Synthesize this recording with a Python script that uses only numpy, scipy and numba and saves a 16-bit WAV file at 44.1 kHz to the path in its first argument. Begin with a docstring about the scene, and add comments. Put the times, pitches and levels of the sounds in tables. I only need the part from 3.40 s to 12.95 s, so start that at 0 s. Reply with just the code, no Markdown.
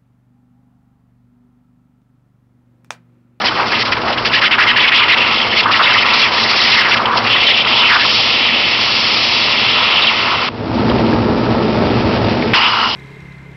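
"""An abrasive waterjet cuts a steel plate over a water tank, an arm's length from a small camera in a workshop.
The jet roars in the kerf, rings the plate and sputters whenever water floods the cut. Its valve shuts for
two seconds: the camera's gain control recovers and lifts the pump rumble and the splashing tank water,
until the jet strikes again and whistles through a fresh hole."""
import sys
import numpy as np
from scipy import signal
from scipy.fft import rfft, irfft
from scipy.io import wavfile
from scipy.ndimage import uniform_filter1d, minimum_filter1d
from numba import njit

SR = 44100
rng = np.random.default_rng(int(sys.argv[2]) if len(sys.argv) > 2 else 0)


def to_wav(sig):
    """Store sig (one row per channel, or 1-D mono) as 16-bit WAV at the path in sys.argv[1].

    Samples outside -1..1 are clipped; the rate is SR.
    """
    pcm = np.clip(np.atleast_2d(sig), -1, 1) * 32767
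    pcm = np.round(pcm).astype(np.int16)
    wavfile.write(sys.argv[1], SR, pcm.T)  # frames by channels


N = 421155
TIME = np.arange(N) / SR
FREQS = np.fft.rfftfreq(N, 1 / SR)
VALVE_SHUTS_S, VALVE_OPENS_S = 7.09, 9.135

# faders of the background bed: t/s, pump rumble/dB, wash over the slats/dB
BED_FADERS = [(0, -17, -28), (6.9, -17.5, -22), (7.3, -16.5, -27.5), (7.5, -15.5, -24),
              (7.85, -16.5, -27.5), (8.45, -16.5, -24.5), (8.7, -16.3, -22), (9.1, -19, -23.5),
              (9.55, -18.5, -26)]
# tone of the pump rumble, the wash, the tank churn and the spray: f/Hz, relative level/dB
RUMBLE_EQ = [(20, -30), (45, -9), (75, -6), (160, -3.5), (280, -6.5), (420, -3.5), (650, -7), (950, -12.5),
             (1600, -20.5), (3000, -31.5)]
WASH_EQ = [(400, -8), (1300, -4.5), (1800, -0.5), (2600, 1), (3700, -4.5), (5200, -5.5), (6500, -9)]
CHURN_EQ = [(100, -17.5), (250, -10), (450, 3), (800, 5.5), (1500, -7), (3000, -20), (6000, -37.5)]
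SPRAY_EQ = [(800, -30), (1700, -10), (2500, -6), (3400, -2.5), (3750, -2), (4300, 3), (5200, 1.5),
            (6500, 1.5), (9000, -44)]
# boom of the pump and tank walls: f/Hz, width/Hz, relative level/dB
BOOM_MODES = [(72.6, 10, -11), (110.6, 7.6, -1), (206.5, 13, -3), (226.9, 4, 1.5), (247.2, 3.8, -0.5),
              (263.1, 4.1, -5), (320.3, 23, 1), (419, 40, -3.5), (497, 2.6, -11.5), (607, 22, -11),
              (893, 72, -4.5), (1324, 80, -9)]
# motor hum: f/Hz, level/dB
MOTOR_TONES = [(122.5, -29.5), (233, -33.5)]
# splashes slap the plate: t/s, level/dB, f/Hz
PLATE_SPLASHES = [(7.497, -17, 3180), (7.515, -8, 1080), (7.584, -19, 2680), (7.666, -27, 3200),
                  (7.728, -19, 1600), (8.065, -12, 1100), (9.024, -14, 2120), (9.104, -21, 1800)]
# the spent jet stirs the tank: t/s, level/dB
CHURN_FADER = [(0, -11.5), (.7, -14.5), (.95, -13), (2, -9.5), (3.2, -10), (3.65, -8), (4.55, -10.5),
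               (5.3, -13.5), (7.05, -10.5), (9.5, -15.5)]
# ring of the steel plate: f/Hz, width/Hz, relative level/dB
PLATE_MODES = [(958, 150, -0.5), (1327, 260, 1)]
# whistle of the fresh hole: f/Hz, width/Hz, relative level/dB
HOLE_MODES = [(886, 120, 1), (2920, 170, 7), (4980, 54, -5)]
# air pockets burst out of the flooded cut: t/s, level/dB, f/Hz
AIR_SPITS = [(.154, -8, 2840), (.321, 1.5, 2100), (.522, 6, 1860), (.567, -2.5, 2270), (.728, -1, 2960),
             (1.184, 13, 1430), (1.52, 13.5, 2000), (2.259, 13, 1140), (2.498, 11, 1140), (3.657, 4, 2390),
             (4.556, 22, 1300), (9.136, 14, 1950)]
# air pockets swell or shrink: t/s, length/s, level/dB, start f/Hz, end f/Hz, width/pitch
POCKET_GLIDES = [(0.164, .08, -6.5, 1100, 600, 1.3), (0.621, .12, -6, 600, 900, 1.4),
                 (1.016, 0.042, 2, 1900, 1300, .5), (1.183, 0.052, 4.5, 1500, 1950, .45),
                 (1.283, 0.037, 1.5, 2870, 3100, 0.28), (1.534, 0.074, 1.5, 2800, 3070, 0.24),
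                 (1.691, 0.061, 5, 2720, 1800, .4), (2.253, 0.072, 1, 1040, 1390, .35),
                 (2.389, 0.038, 7, 1450, 1200, 0.44), (2.821, 0.053, 0, 2800, 2100, .35),
                 (3.419, 0.088, -1.5, 2700, 1300, 0.61), (3.513, .036, 2.5, 2900, 2000, .35),
                 (3.627, 0.18, -5, 1140, 940, 0.55), (4.36, 0.077, 0.5, 3320, 3100, 0.17),
                 (4.419, 0.096, 0.5, 3000, 2300, .3), (4.49, .09, 3.5, 2300, 1150, 0.46),
                 (4.571, 0.087, -2.5, 1210, 2200, 0.5), (6.554, 0.047, 0, 3170, 2600, .3),
                 (6.618, 0.036, -0.5, 4330, 2500, .35), (6.667, 0.038, 4, 3700, 2000, .35),
                 (9.211, 0.076, -1.5, 2400, 2800, 0.45)]
# water floods the cut and muffles the jet: start t/s, end t/s, depth/dB
FLOODS = [(0, .04, 6), (.1, .318, 7), (.432, .848, 12), (.878, .918, 8.5), (.998, 1.014, 12.5),
          (1.083, 1.111, 13.5), (1.158, 1.19, 12.5), (1.244, 1.27, 10), (1.32, 1.362, 12), (1.46, 1.475, 8),
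          (1.498, 1.52, 12.5), (1.645, 1.682, 9.5), (1.748, 1.768, 6.5), (2.213, 2.312, 10),
          (2.378, 2.44, 5.5), (2.87, 2.915, 4), (3.425, 3.51, 7.5), (3.55, 3.77, 12), (3.79, 3.865, 6.5),
          (4.225, 4.27, 4.5)]
# the jet breaks free for a moment: t/s, length/s, lift/dB
BREAKOUTS = [(0.327, 0.031, 2.5), (.447, 0.049, 7), (0.518, .02, 10.5), (0.678, 0.075, 4),
             (0.773, .018, 7.5), (2.171, .05, 8.5), (2.228, .02, 10), (2.814, .035, 2), (3.566, .018, 12),
             (4.067, 0.057, 4.5), (9.138, .05, 5.5)]
# narrow peaks and notches from guard, plate and slats: f/Hz, width/Hz, gain/dB
MACHINE_EQ = [(1687, 73, -1), (1698, 25, 5.5), (1900, 40, 3), (2104, 71, 3), (2440, 18, -0.5),
              (2720, 150, 4.5), (3055, 99, 5.5), (3410, 110, 5.5), (3710, 130, -4), (3807, 68, 5),
              (5200, 200, 2)]
# slow arc of the cut, then the new hole: t/s, roar/dB, kerf f/Hz, spray/dB, plate ring/dB
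CUT_ARC = [(0, -5, 2066, -6, -5.5), (.85, -4.5, 2290, -7, -12), (1.15, 3.5, 2185, -7, -6),
           (1.65, 4.5, 2480, -9, -2.5), (2.1, -6, 2550, -9, -9.5), (2.5, 3, 2294, -4.5, -1),
           (3.08, -4, 2240, -2, -9), (3.38, 3.5, 2165, 1, -4), (3.8, -4, 2414, -8, -6),
           (4.1, 0.5, 2740, -8.5, -12), (4.48, -0.5, 2670, -4.5, -2), (4.7, -2, 2855, 2, -9),
           (5.1, 1, 2555, -8, -11.5), (5.55, -3.5, 2490, 0, -10.5), (5.95, -2.5, 2630, -1, -11.5),
           (6.45, 1, 2670, -7.5, -5.5), (6.85, -2.5, 2394, -7, -4.5), (7.08, -7, 2490, -11, -9),
           (9.14, -6, 2084, -10, -2.5), (9.4, -7.5, 2080, -8, 0.5), (9.55, -15, 2590, -7.5, -14.5)]


def undb(db):
    """Decibels to gain."""
    return 10 ** (np.asarray(db) / 20)


def unit(x):
    """Scale to rms 1."""
    return x / np.sqrt(np.mean(x ** 2))


def curves(table):
    """One automation curve per column, in straight lines over time."""
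    times, *columns = np.transpose(table)
    return [np.interp(TIME, times, column) for column in columns]


def gates(spans, edge_s):
    """Hold each (start, end, height) span, with short ramps at its edges."""
    held = sum(height * ((TIME > start) & (TIME < end)) for start, end, height in spans)
    return uniform_filter1d(1. * held, int(edge_s * SR))


def walk(rate):
    """Random modulation with about rate turns a second, at rms 1."""
    return unit(np.interp(TIME * rate, np.arange(N), rng.standard_normal(N)))


def colour(x, eq):
    """Shape x with a smooth EQ curve, at rms 1."""
    hz, db = np.transpose(eq)
    gain = undb(np.interp(np.log(FREQS + 1), np.log(hz), db))
    return unit(irfft(rfft(x) * gain, N))


@njit
def svf(x, tuning, damping):
    """State-variable band-pass, gain 1 at the centre."""
    out, band, low = np.empty(len(x)), 0., 0.
    for i in range(len(x)):
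        g = tuning[i]
        v = (band + g * (x[i] - low)) / (1 + g * (g + damping))
        band, low = 2 * v - band, low + 2 * g * v
        out[i] = damping * v
    return out


def resonate(x, hz, relative_width):
    """A resonance whose centre may move."""
    tuning = np.tan(np.pi * np.minimum(hz, SR / 3) / SR) * np.ones(len(x))
    return svf(x, tuning, float(relative_width))


def ring(x, modes, drift=1):
    """Drive modes of alternating polarity, at rms 1; drift bends them all together."""
    return unit(sum((-1) ** k * undb(db) * unit(resonate(x, hz * drift, width / hz))
                    for k, (hz, width, db) in enumerate(modes)))


def impacts(rate, spread_db):
    """Random drop impacts of uneven size, at rms 1."""
    hits = (rng.random(N) < rate / SR) * rng.standard_normal(N)
    return unit(hits * undb(spread_db * np.minimum(rng.exponential(size=N), 4)))


def bursts(table, decay_s, relative_width):
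    """Short puffs of turbulence, each ringing at its own pitch."""
    out = np.zeros(N)
    age = TIME[:SR // 10]
    for start, db, hz in table:
        b, a = signal.iirpeak(hz, 1 / relative_width, fs=SR)
        puff = unit(signal.lfilter(b, a, signal.lfilter(b, a, rng.standard_normal(len(age)))))
        first = int(start * SR)
        out[first:first + len(age)] += undb(db) * puff * np.exp(-age / decay_s)
    return out


def workshop(x, t60_s, wet_db):
    """Hard walls add a short diffuse tail."""
    age = TIME[:SR]
    tail = rng.standard_normal(SR) * undb(-60 * age / t60_s) * (age > .008)
    return x + undb(wet_db) * signal.fftconvolve(x, tail / np.linalg.norm(tail))[:N]


def pump(rumble_db):
    """The pump runs throughout: a wavering motor hum and a rumble that booms in the tank walls."""
    rumble = colour(impacts(rate=2500, spread_db=.55), RUMBLE_EQ) * undb(rumble_db + .91 * walk(rate=22))
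    boom = ring(rng.standard_normal(N), BOOM_MODES) * undb(rumble_db + 1.37)
    hum = sum(undb(db + 1.7 * walk(rate=12)) * unit(np.sin(2 * np.pi * hz * TIME + 1.7 * walk(rate=5.9)))
              for hz, db in MOTOR_TONES)
    return rumble + boom + hum


def water(wash_db):
    """Water fizzes over the slats; single splashes slap the plate."""
    wash = colour(impacts(rate=5000, spread_db=1.2), WASH_EQ) * undb(wash_db + .97 * walk(rate=35))
    return wash + bursts(PLATE_SPLASHES, decay_s=.0047, relative_width=.45)


def tank_churn():
    """The spent jet stirs the tank into a dense, dark patter."""
    patter = colour(impacts(rate=2500, spread_db=.8), CHURN_EQ)
    return patter * undb(curves(CHURN_FADER)[0] + .69 * walk(rate=25))


def plate_ring(level_db):
    """A hail of tiny impacts rings the steel plate."""
    steel = ring(impacts(rate=3000, spread_db=2), PLATE_MODES)
    return unit(resonate(steel, hz=1200, relative_width=3.3)) * undb(level_db + 2 * walk(rate=35))


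def hole_whistle(decay_s=.8):
    """The fresh hole's whistle wanders and fades as the jet bores through."""
    age = np.maximum(TIME - VALVE_OPENS_S, 0)
    wander = np.exp(.025 * walk(rate=25))
    whistle = ring(rng.standard_normal(N), HOLE_MODES, wander)
    return whistle * undb(-1.5) * (age > 0) * np.exp(-age / decay_s)


def squirts():
    """Turbulence rings air pockets whose pitch trembles and glides as their size changes."""
    out = np.zeros(N)
    tremble = np.exp(.08 * walk(rate=200))
    for start, length, db, from_hz, to_hz, width in POCKET_GLIDES:
        n, first = int(length * SR), int(start * SR)
        hz = np.geomspace(from_hz, to_hz, n) * tremble[first:first + n]
        pocket = unit(resonate(resonate(rng.standard_normal(SR)[:n], hz, width), hz, width))
        out[first:first + n] += undb(db) * pocket * signal.windows.tukey(n, .3)
    return out


def gurgle(kerf_hz, rate=110, pitch_spread=.2, spread_db=3):
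    """Air pockets collapse one after another, each ringing briefly near the kerf's resonance."""
    count = int(rate * N / SR)
    starts = rng.random(count) * (N / SR - .11)
    size, detune = rng.standard_normal((count, 2)).T
    hz = kerf_hz[(starts * SR).astype(int)] * np.exp(pitch_spread * detune)
    pops = zip(starts, spread_db * np.minimum(size, 1), np.minimum(hz, SR / 3))
    return unit(bursts(pops, decay_s=.008, relative_width=.14))


def stream_hiss(level_db):
    """Most of the supersonic stream's power lies in a very high hiss."""
    highpass = signal.butter(12, 9000, "high", fs=SR, output="sos")
    return unit(signal.sosfilt(highpass, rng.standard_normal(N))) * undb(level_db)


def jet_spray(level_db, unrest):
    """Bright spray that flickers more when the cut is restless."""
    flicker_db = 2.6 * unrest * walk(rate=50)
    return colour(rng.standard_normal(N), SPRAY_EQ) * undb(level_db + flicker_db)


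def hollow_slot(x, flooded, hz=1530, width_hz=340, notch_db=-15.5):
    """The open slot cancels one band and sounds hollow; water in the cut fills the notch in."""
    clear = 1 - np.tanh(5 * uniform_filter1d(flooded, size=SR // 3))
    return x + clear * (undb(notch_db) - 1) * resonate(x, hz, width_hz / hz)


def kerf_roar(kerf_hz, unrest, relative_width=.75):
    """The air pocket in the kerf keeps changing size, so its roar trembles and gurgles."""
    pocket_hz = kerf_hz * np.exp(.09 * unrest * walk(rate=110))
    roar = resonate(rng.standard_normal(N), pocket_hz, relative_width)
    roar = unit(resonate(roar, pocket_hz, relative_width))
    return unit(roar + .75 * unrest * gurgle(kerf_hz))


def jet(sag_octaves_per_db=.0095):
    """All layers of the jet, gated by its valve; floods duck roar, spray and hiss and lower the pitch."""
    roar_db, kerf_hz, spray_db, plate_db = curves(CUT_ARC)
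    flood_db = gates(FLOODS, edge_s=.0068)
    lift_db = gates([(start, start + length, db) for start, length, db in BREAKOUTS], edge_s=.007)
    muffle_db = flood_db - lift_db
    flooded = 1. * (flood_db > 1)
    # near a flood the cut is restless; a clear cut runs more evenly
    unrest = .3 + .7 * np.tanh(10 * uniform_filter1d(flooded, size=SR))
    sputter = undb(unrest * (.9 * walk(rate=90) + walk(rate=260)))
    sagging_hz = kerf_hz * 2 ** (-sag_octaves_per_db * muffle_db)
    roar = kerf_roar(sagging_hz, unrest) * undb(roar_db - muffle_db)
    spray = jet_spray(spray_db - .86 * muffle_db, unrest)
    blast = hollow_slot(roar + spray, flooded) * sputter + plate_ring(plate_db) + squirts()
    blast += bursts(AIR_SPITS, decay_s=.0064, relative_width=.74)
    for hz, width, db in MACHINE_EQ:
        blast += (undb(db) - 1) * resonate(blast, hz, width / hz)
    valve = uniform_filter1d(1. 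* ((TIME < VALVE_SHUTS_S) | (TIME > VALVE_OPENS_S)), size=100)
    return valve * (blast + hole_whistle() + tank_churn() + stream_hiss(10 - .19 * muffle_db))


def scene():
    """The jet, with a touch of room, over a bed of pump and tank water, in mono."""
    rumble_db, wash_db = curves(BED_FADERS)
    cutting = workshop(jet(), t60_s=.45, wet_db=-23)
    return (cutting + pump(rumble_db) + water(wash_db))[None]


@njit
def peak_hold(x, release_s):
    """Follow each peak at once, then let go."""
    keep = np.exp(-1 / (release_s * SR))
    held, peak = np.empty(len(x)), 0.
    for i in range(len(x)):
        peak = max(abs(x[i]), peak * keep)
        held[i] = peak
    return held


def record(dry, target_db=-4, response_s=.088, band_hz=5490, ceiling=.7, top_hz=15900):
    """The camera rides its gain on all it hears, hiss included, then cuts the highs and limits peaks."""
    x = dry[0]
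    keep = np.exp(-1 / (response_s * SR))
    power = signal.lfilter([1 - keep], [1, -keep], x ** 2, zi=[np.mean(x[:SR // 10] ** 2)])[0]
    x = x * np.minimum(1, undb(target_db) / np.sqrt(power))
    x = signal.fftconvolve(x, signal.firwin(121, band_hz, window=("kaiser", 9), fs=SR), "same")
    # a fast limiter rounds most peaks; the sharpest slip through and are squared off
    limiter_gain = np.minimum(1, ceiling / (peak_hold(x, release_s=.001) + 1e-9))
    ease = signal.windows.hann(71)
    x = x * np.convolve(minimum_filter1d(limiter_gain, size=29), ease / ease.sum(), "same")
    x = np.clip(x, -ceiling * 1.04, ceiling * 1.04)
    return signal.fftconvolve(x, signal.firwin(201, top_hz, fs=SR), "same")[None]


dry = scene()
out = record(dry)
to_wav(out)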